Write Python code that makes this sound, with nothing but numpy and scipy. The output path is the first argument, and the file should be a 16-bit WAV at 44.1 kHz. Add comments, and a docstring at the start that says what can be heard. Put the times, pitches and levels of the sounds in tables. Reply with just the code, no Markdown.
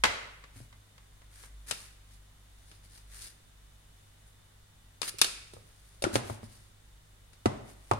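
"""Salt at a kitchen counter

A hard lid is put down on stone and rocks to rest. A steel spoon scoops salt, sprinkles it into a bowl
and drops back into its container. The lid is pressed shut and containers are set down with dull knocks.
Each blow makes the things it hits ring and echoes in a small tiled kitchen, over a faint appliance hum."""
import sys
import numpy as np
from scipy import signal
from scipy.fft import rfft, irfft, next_fast_len
from scipy.io import wavfile
from scipy.ndimage import uniform_filter1d, map_coordinates

SR = 44100
rng = np.random.default_rng(int(sys.argv[2]) if len(sys.argv) > 2 else 0)


def transcribe(signal):
    """Save signal, clipped to [-1, 1], as a 16-bit WAV file at the path in sys.argv[1]."""
    frames = np.atleast_2d(signal).T
    limited = np.clip(frames, -1, 1)
    pcm = np.round(limited * 32767).astype(np.int16)
    wavfile.write(sys.argv[1], SR, pcm)


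N = 352452
CLOCK = np.arange(N) / SR  # seconds into the scene
SIZE = 32768  # samples in one blow
T = np.arange(SIZE) / SR  # seconds into one blow
HZ = np.fft.rfftfreq(SIZE, 1 / SR)  # the frequencies in one blow


def lid():
    """The hard lid clacks on stone, rings and rocks to rest."""
    # each touch on the counter: start_s, level_db, brightness
    hits = [(0.0366, -15, -0.5), (0.039, -21.5, 1), (0.0503, -20.5, -2), (0.056, -26.5, -0.5),
            (0.438, -47.5, -1.5), (0.726, -54, -1), (0.979, -54, 0.5), (1.217, -57.5, -2),
            (1.436, -50, -1.5)]
    # tone of the clack: pitch_hz, level_db
    tone = [(47, -38), (80, -8), (162, -20.5), (230, -11.5), (358, -15.5), (391, -8), (1500, -2.5),
            (1670, -3.5), (3780, -8.5), (9130, -20.5), (14500, -37), (15500, -77)]
    # the lid's short notes: pitch_hz, width_hz, level_db
    short_notes = [(587, 48, -7), (853, 68, 7.5), (1130, 27, -0.5), (1183, 31, 6), (1204, 34, -10),
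                   (1396, 19, 5), (2025, 36, 4.5), (2200, 18, -4.5), (2360, 24, -16), (3380, 97, -8.5),
                   (3760, 60, -2)]
    # its lasting notes: pitch_hz, level_db, fade_s
    long_notes = [(576, -7, .55), (1177, -3.5, .45), (1445, -4.5, 0.83), (1560, -2.5, .43), (2076, 4.5, .5),
                  (2546, -12.5, .41), (3316, -5, .44)]
    out = np.zeros((2, N))
    clack, body = tone_filter(along(tone, HZ)), resonances(short_notes)
    for start_s, level_db, brightness in hits:
        contact = hardness(brightness) * paths(pan_db=0.5, left_lag_ms=-0.21, chatter=(4, 0.027),
                                               nearby=(4.5, 0.038), room_db=0.5)
        hit = struck(clack * contact) + amp(-7.5) * struck(body * contact) + amp(-17) * ring(long_notes)
        add(out, start_s, amp(level_db + 25.5) * hit)
    return out


def spoon():
    """The steel spoon chatters against the container wall; the salt damps its ring."""
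    # each tap on the wall: start_s, level_db, pan (above 0 is left), brightness
    hits = [(1.710, -17, 6, 0.2), (1.723, -31.5, 9, -4.5), (2.7138, -42.5, 2, -5), (2.975, -47.5, 2, -4.5),
            (3.219, -35, 2, 5.5), (5.0159, -19.5, 16, -1.5), (5.029, -23, 0, -3), (5.184, -28.5, -7.5, 6),
            (5.190, -28.5, 6, 1.5), (5.214, -4, 2.5, 1), (5.2176, -15.5, -19, 2),
            (5.2434, -16.5, -3.5, -0.5), (5.535, -41, -6, 4), (6.022, -24.5, 4, 2.5),
            (7.332, -46.5, 10, -1.5)]
    # tone of the clink: pitch_hz, level_db
    tone = [(70, -38), (130, -17.5), (400, -8), (850, -10.5), (1310, -5.5), (2000, -5.5), (2550, -1),
            (3300, -4.5), (4900, -2.5), (7900, -7.5), (9300, -3.5), (11000, -11.5), (13400, -20),
            (15800, -31.5)]
    # the steel's short notes: pitch_hz, width_hz, level_db
    short_notes = [(1320, 82, -8), (2074, 120, -4), (2710, 21, -11), (2890, 110, 7), (3650, 53, 4.5),
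                   (4480, 74, 8), (4860, 120, -1), (5410, 81, -0.5), (7800, 65, -4.5), (9060, 31, 0),
                   (9600, 260, -17), (10300, 130, -3), (12800, 35, -14)]
    # its lasting notes: pitch_hz, level_db, fade_s
    long_notes = [(1323, 2, 0.26), (2930, 5, 0.37), (3680, -3, 0.31), (4974, -9, 0.57), (5470, 0, 0.62),
                  (8731, -7, .3), (13100, -7, .3)]
    out = np.zeros((2, N))
    clink, body = tone_filter(along(tone, HZ)), resonances(short_notes)
    for start_s, level_db, pan, brightness in hits:
        chatter_db = 14 + 0.22 * level_db  # stronger blows chatter more
        contact = hardness(brightness) * paths(1.1 * pan, left_lag_ms=-0.3, chatter=(chatter_db, 0.029),
                                               nearby=(2, 0.18), room_db=1)
        hit = struck(clink * contact) + amp(-6.5) * struck(body * contact) + amp(-21.5) * ring(long_notes)
        add(out, start_s, amp(level_db + 16.5) * hit)
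    return out


def knocks():
    """Each blow bends and rings a container wall, booms in the counter and clicks at the rim."""
    # dull blows: start_s, wall_db, wall_hz, sharpness (higher rings longer), boom_db, click_db, pan_db
    hits = [(0.561, -42, 220, 2.7, -18.5, -61, -11), (0.603, -31, 264, 2.2, -16.5, -65, -6),
            (1.710, -17.5, 810, 4, -28.5, -17, 8), (5.141, -25.5, 393, 10, -29.5, -54.5, -5),
            (5.535, -22, 420, 2.4, -26, -42, 2), (5.566, -23, 480, 2.5, -22, -58, 2.5),
            (6.021, -8.5, 550, 4.2, -28, -24.5, 4), (6.039, 1.5, 580, 1.4, -13, -1, 2),
            (6.049, -3.5, 1490, 9.5, -16, -22, 2), (6.065, 0.5, 347, 6, -15.5, -32, 7),
            (6.134, -18, 200, 1.2, -6.5, -44, 6), (6.155, 5.5, 635, 0.75, -3, 1.5, 2.5),
            (6.298, -8.5, 854, 1.9, -27, -24.5, 10), (6.302, -14, 278, 3.2, -5.5, -34, -7),
            (6.431, -22, 241, 1.6, -11.5, -42, -3), (7.4568, 5.5, 770, 0.75, -3, -6.5, -2),
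            (7.459, 6, 257, 0.89, 3, -8, -2), (7.912, 7.5, 947, 2.1, -3, -10, -4),
            (7.914, -5.5, 380, 1.2, -4.5, -13, -1), (7.934, -5, 810, 1.2, -8, -15.5, -1.5)]
    # the containers' hollow notes: pitch_hz, width_hz, level_db
    hollow_notes = [(590, 31, 0), (963, 26, 3.5), (1330, 23, -12), (1540, 30, -13)]
    # the counter's low notes: pitch_hz, width_hz, level_db
    counter_notes = [(105, 28.6, 6), (131, 24, 3), (217, 41, -7.5), (284, 47, -11.5)]
    # tone of the rim's click: pitch_hz, level_db
    click_tone = [(200, 0), (900, -8), (1500, -1), (2800, -4.5), (4500, -6.5), (7000, -11), (9500, -10.5),
                  (12000, -25), (16000, -41)]
    # how well the wall gives off sound: pitch_hz, level_db
    wall_tone = [(30, -59), (100, -4), (165, -7), (215, -0.5), (300, 0.5), (380, 1.5), (480, -2.5),
                 (620, 3), (1300, 4), (1700, -3.5), (2500, 2.5), (8000, -13)]
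    out = np.zeros((2, N))
    rim, counter = tone_filter(along(click_tone, HZ)), resonances(counter_notes)
    wall_filter = tone_filter(along(wall_tone, HZ))
    for start_s, wall_db, wall_hz, sharpness, boom_db, click_db, pan_db in hits:
        left_lag_ms = -0.537 * np.tanh(pan_db / 2)  # the nearer ear hears it first
        bend = 1 / (1 - (HZ / wall_hz) ** 2 + 1j * HZ / (wall_hz * sharpness))
        overtone = resonances([(2.6 * wall_hz, 60, -10)])
        wall = wall_filter * (bend - overtone)
        hollow = bend * resonances(hollow_notes)
        soft = paths(pan_db, left_lag_ms, chatter=(-5, 0.021), nearby=(-4.5, 0.055), room_db=-8.5)
        deep = paths(0, 0, chatter=(-26, 0.021), nearby=(-4, 0.043), room_db=-8.5)
        hard = paths(pan_db, left_lag_ms, chatter=(4, 0.024), nearby=(-1, 0.075), room_db=-4)
        add(out, start_s, amp(wall_db) * struck(wall * soft))
        add(out, start_s, amp(wall_db - 15) * struck(hollow * soft))
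        add(out, start_s, amp(boom_db) * struck(counter * deep))
        add(out, start_s, amp(click_db) * struck(rim * hard))
    return out


def salt():
    """Scraping strokes crunch over a faint handling rustle; falling grains ping the spoon."""
    # the spoon through salt and the lid on its thread: peak_s, rise_s, fall_s, level_db, steel_db
    strokes = [(0.574, 0.05, 0.11, -55.5, -17), (1.35, 0.063, 0.13, -60.5, -12),
               (1.44, 0.14, 0.068, -54, -21), (1.689, 0.03, 0.13, -43.5, -11),
               (1.81, 0.076, .17, -53.5, -17), (2.136, 0.072, .05, -63, -8),
               (2.72, 0.22, 0.093, -67.5, -0.5), (2.845, 0.019, 0.047, -60.5, -7),
               (2.975, 0.13, .06, -58.5, -3), (3.154, 0.087, 0.086, -53.5, -20),
               (3.25, 0.15, 0.099, -48.5, -5), (5.054, .038, 0.044, -39, -9),
               (5.088, 0.023, 0.015, -33.5, -3), (5.9, 0.73, 0.3, -69, -6),
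               (6.143, 0.024, 0.068, -35.5, -10), (6.296, .09, 0.1, -49, -17),
               (6.442, .03, 0.038, -60.5, -2), (6.519, 0.069, 0.24, -61, -6),
               (7.7, 0.07, 0.057, -56.5, -16), (7.9, 0.2, .05, -62.5, -15)]
    # grains that hit the spoon as it tips: start_s, level_db
    sprinkle = [(4.13, -69), (4.18, -59), (4.265, -50), (4.44, -61), (4.585, -73)]
    # the notes of one ping: pitch_hz, level_db, fade_s
    ping_notes = [(8764, 3, 0.21), (10325, 1, 0.16), (7617, -5, .15), (6500, -8, 0.18)]
    grains, steel = crunch()
    out = amp(-74.5 + 2.5 * wobble(4.244)) * grains  # the rustle
    for peak_s, rise_s, fall_s, level_db, steel_db in strokes:
        swell = np.interp(CLOCK, [peak_s - rise_s, peak_s, peak_s + fall_s], [0, 1, 0]) ** 1.46
        out += amp(level_db) * swell * (grains + amp(steel_db) * steel)
    for start_s, level_db in sprinkle:
        add(out, start_s, amp(level_db + 19.5) * ring(ping_notes) * (1 - fade(T, 0.028)))
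    echoes = struck(paths(0, 0, chatter=(-8.5, 0.0019), nearby=(-9, 0.074), room_db=-13.5))
    return signal.fftconvolve(out, echoes, axes=1)[:, :N]


def crunch(spread_db=3.5):
    """Two sounds: salt grains of many sizes rubbing, and the ring they stir up in the spoon."""
    # tone of the salt: pitch_hz, level_db
    tone = [(300, -8.5), (800, -15), (1500, -3.5), (2100, -0.5), (3000, -6), (4500, -6), (6000, -5),
            (9500, 1), (10800, -5), (12200, -11), (15800, -21.5)]
    # the rubbed spoon's notes: pitch_hz, width_hz, level_db
    steel_notes = [(9300, 480, 10.5), (10550, 830, -5.5), (4650, 1100, 7), (2230, 1100, -5.5)]
    sizes = amp(spread_db * unit(uniform_filter1d(rng.standard_normal(N), size=40)))
    grains = rng.standard_normal((2, N)) * sizes
    steel = signal.fftconvolve(grains, irfft(resonances(steel_notes))[None], axes=1)[:, :N]
    return unit(coloured(grains, tone)), unit(steel)


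def room_air():
    """The room's steady low rumble and soft hiss."""
    # tone of the air: pitch_hz, level_db
    tone = [(20, -17), (27, -8.5), (36, -18), (48, -8.5), (70, -21), (100, -21.5), (200, -27.5),
            (320, -31.5), (500, -32.5), (1650, -34), (2600, -38), (3600, -36), (5200, -40.5), (9560, -39),
            (12000, -44.5), (15800, -47.5)]
    air = coloured(room_noise(N), tone)
    hiss = coloured(air, [(250, -100), (300, 2)])  # the part above the bass sets the level
    return amp(-62.5) * air / np.std(hiss)


def appliance(hum_hz=49.7, swell_s=0.092):
    """An appliance hums and whines faintly, wavering in level and pitch."""
    # the hum's slow rise and fall: time_s, level_db
    hum_levels = [(0, -57), (2.8, -54.5), (4.4, -62), (7.99, -58)]
    # its brief swells and dips: time_s, change_db
    swells = [(0, 16), (1.58, 13), (3.132, 7), (3.36, -10), (3.67, 5.5)]
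    # the thin high tones: pitch_hz, level_db
    whine_notes = [(1927, -81.5), (2966, -79.5), (3558, -77.5), (3607, -79.5), (3854, -84), (6471, -85.5),
                   (8204, -91), (9426, -94)]
    phase = 2 * np.pi * hum_hz * CLOCK
    swell_db = sum(db * np.exp(-((CLOCK - time_s) / swell_s) ** 2) for time_s, db in swells)
    hum_db = np.interp(CLOCK, *np.transpose(hum_levels)) + swell_db + 1.5 * wobble(5)
    hum = amp(hum_db) * np.sin(phase + 0.608 * wobble(2.2))
    waver = lambda: amp(1.5 * wobble(8.2))
    jitter = lambda: 1.95 * np.array([wobble(25), wobble(25)])
    overtones = sum(amp(db) * waver() * np.sin(multiple * phase + 0.65 * wobble(6.5))
                    for multiple, db in [(2, -63), (3, -73)])
    whine = sum(amp(db) * waver() * np.sin(2 * np.pi * hz * CLOCK + jitter()) for hz, db in whine_notes)
    return hum + overtones + whine


def paths(pan_db, left_lag_ms, chatter, nearby, room_db):
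    """Filter for one contact: the direct push, its chatter, echoes off nearby dishes, the room."""
    # how long the kitchen echoes: pitch_hz, fade_s
    echo_times = [(100, 0.61), (300, 0.71), (800, 0.66), (2000, 0.77), (5000, 0.61), (9000, 0.56),
                  (14000, 0.36)]
    chatter_db, chatter_s = chatter
    nearby_db, nearby_s = nearby
    side = np.array([[0.5], [-0.5]])  # left, right
    delay = np.exp(-2j * np.pi * HZ * (1 + side * left_lag_ms) / 1000)
    build_up = 1 - fade(T, 0.014)
    rattle = amp(chatter_db) * unit_energy(room_noise(SIZE) * fade(T, chatter_s))
    dishes = amp(nearby_db) * unit_energy(room_noise(SIZE) * fade(T, nearby_s) * build_up)
    hz, t, bands = signal.stft(room_noise(SIZE), SR, nperseg=256)
    bands *= fade(t, along(echo_times, hz)[:, None])
    tail = signal.istft(bands, SR, nperseg=256)[1][:, :SIZE]
    room = amp(room_db) * unit_energy(tail * build_up)
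    direct = amp(side * pan_db) * (1 + rfft(rattle))
    return delay * (direct + rfft(dishes + room))


def room_noise(size):
    """Even noise, alike in both ears in the bass and unrelated in the treble."""
    # how alike the two sides are: pitch_hz, likeness (0 to 1)
    likeness = [(60, 0.92), (150, .85), (400, 0), (1000, 0), (10000, 0)]
    angle = np.arccos(along(likeness, np.fft.rfftfreq(size, 1 / SR))) / 2
    noise = rfft(rng.standard_normal((2, size)))
    mid, side = irfft(noise * [np.cos(angle), np.sin(angle)], size)
    return np.array([mid + side, mid - side])


def ring(notes, blur_radians=0.9):
    """Fading, slightly wavering notes, at new strengths for each blow and each side."""
    out = np.zeros((2, SIZE))
    for hz, db, fade_s in notes:
        strength = amp(db + rng.normal(0, 0.77, (2, 1)))
        phase = 2 * np.pi * (hz * T + rng.random((2, 1))) + blur_radians * wobble(60, SIZE)
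        out += strength * fade(T, fade_s) * np.sin(phase)
    return unit_energy(out)


def resonances(notes):
    """Filter for an object that rings at its own notes; narrower notes ring longer."""
    return sum((-1) ** k * amp(db) * 1j * HZ * width / (hz * hz - HZ ** 2 + 1j * HZ * width)
               for k, (hz, width, db) in enumerate(notes))


def hardness(brightness):
    """A harder contact has more treble: a filter tilted by up to 4 dB an octave either way."""
    return tone_filter(np.clip(brightness, -4, 4) * np.log2((HZ + 350) / 4000))


def tone_filter(db):
    """Filter with a level for each frequency, making no sound before the blow."""
    cepstrum = irfft(np.log(amp(db) + 1e-6))
    cepstrum[1:SIZE // 2] *= 2  # fold the part before the blow onto the part after it
    cepstrum[SIZE // 2 + 1:] = 0
    return np.exp(rfft(cepstrum))


def struck(response):
    """The sound of one tap through a filter, faded out at its end."""
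    return unit_energy(irfft(response) * np.minimum(1, 10 * (1 - T / T[-1])))


def coloured(x, tone):
    """Shape a sound with a table of pitch_hz, level_db."""
    size = next_fast_len(N + SIZE)
    gain = amp(along(tone, np.fft.rfftfreq(size, 1 / SR)))
    return irfft(rfft(x, size) * gain, size)[..., :N]


def wobble(rate, size=N):
    """A smooth curve through rate random points a second."""
    points = rng.standard_normal(int(size * rate / SR) + 4)
    return map_coordinates(points, [CLOCK[:size] * rate], order=3, mode="mirror")


def along(points, hz):
    """Read between the rows of a pitch_hz, value table, with octaves evenly spaced."""
    pitches, values = np.transpose(points)
    return np.interp(np.log(hz + 1), np.log(pitches + 1), values)


def fade(t, fade_s):
    """Die away by 60 dB in fade_s seconds."""
    return np.exp(-np.log(1000) * t / fade_s)


def amp(db):
    """Turn decibels into a multiplier."""
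    return 10 ** (np.asarray(db) / 20)


def unit(x):
    """Scale to an average (rms) level of 1."""
    return x / np.sqrt(np.mean(x ** 2) + 1e-20)


def unit_energy(x):
    """Scale to an average energy of 1 per side."""
    return unit(x) / np.sqrt(x.shape[-1])


def add(track, start_s, sound):
    """Mix a stereo sound in at start_s."""
    start = round(start_s * SR)
    track[:, start:start + sound.shape[1]] += sound[:, :max(N - start, 0)]


def scene():
    """All the sounds at the counter."""
    return lid() + spoon() + knocks() + salt() + room_air() + appliance()


def record(dry, ceiling=0.68, top_hz=16000):
    """Round off the sharpest peaks and remove everything above top_hz."""
    rounded = dry / (1 + np.abs(dry / ceiling) ** 4) ** (1 / 4)
    size = next_fast_len(N + SIZE)
    kept = np.fft.rfftfreq(size, 1 / SR) < top_hz
    return irfft(rfft(rounded, size) * kept, size)[:, :N]


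dry = scene()
out = record(dry)
transcribe(out)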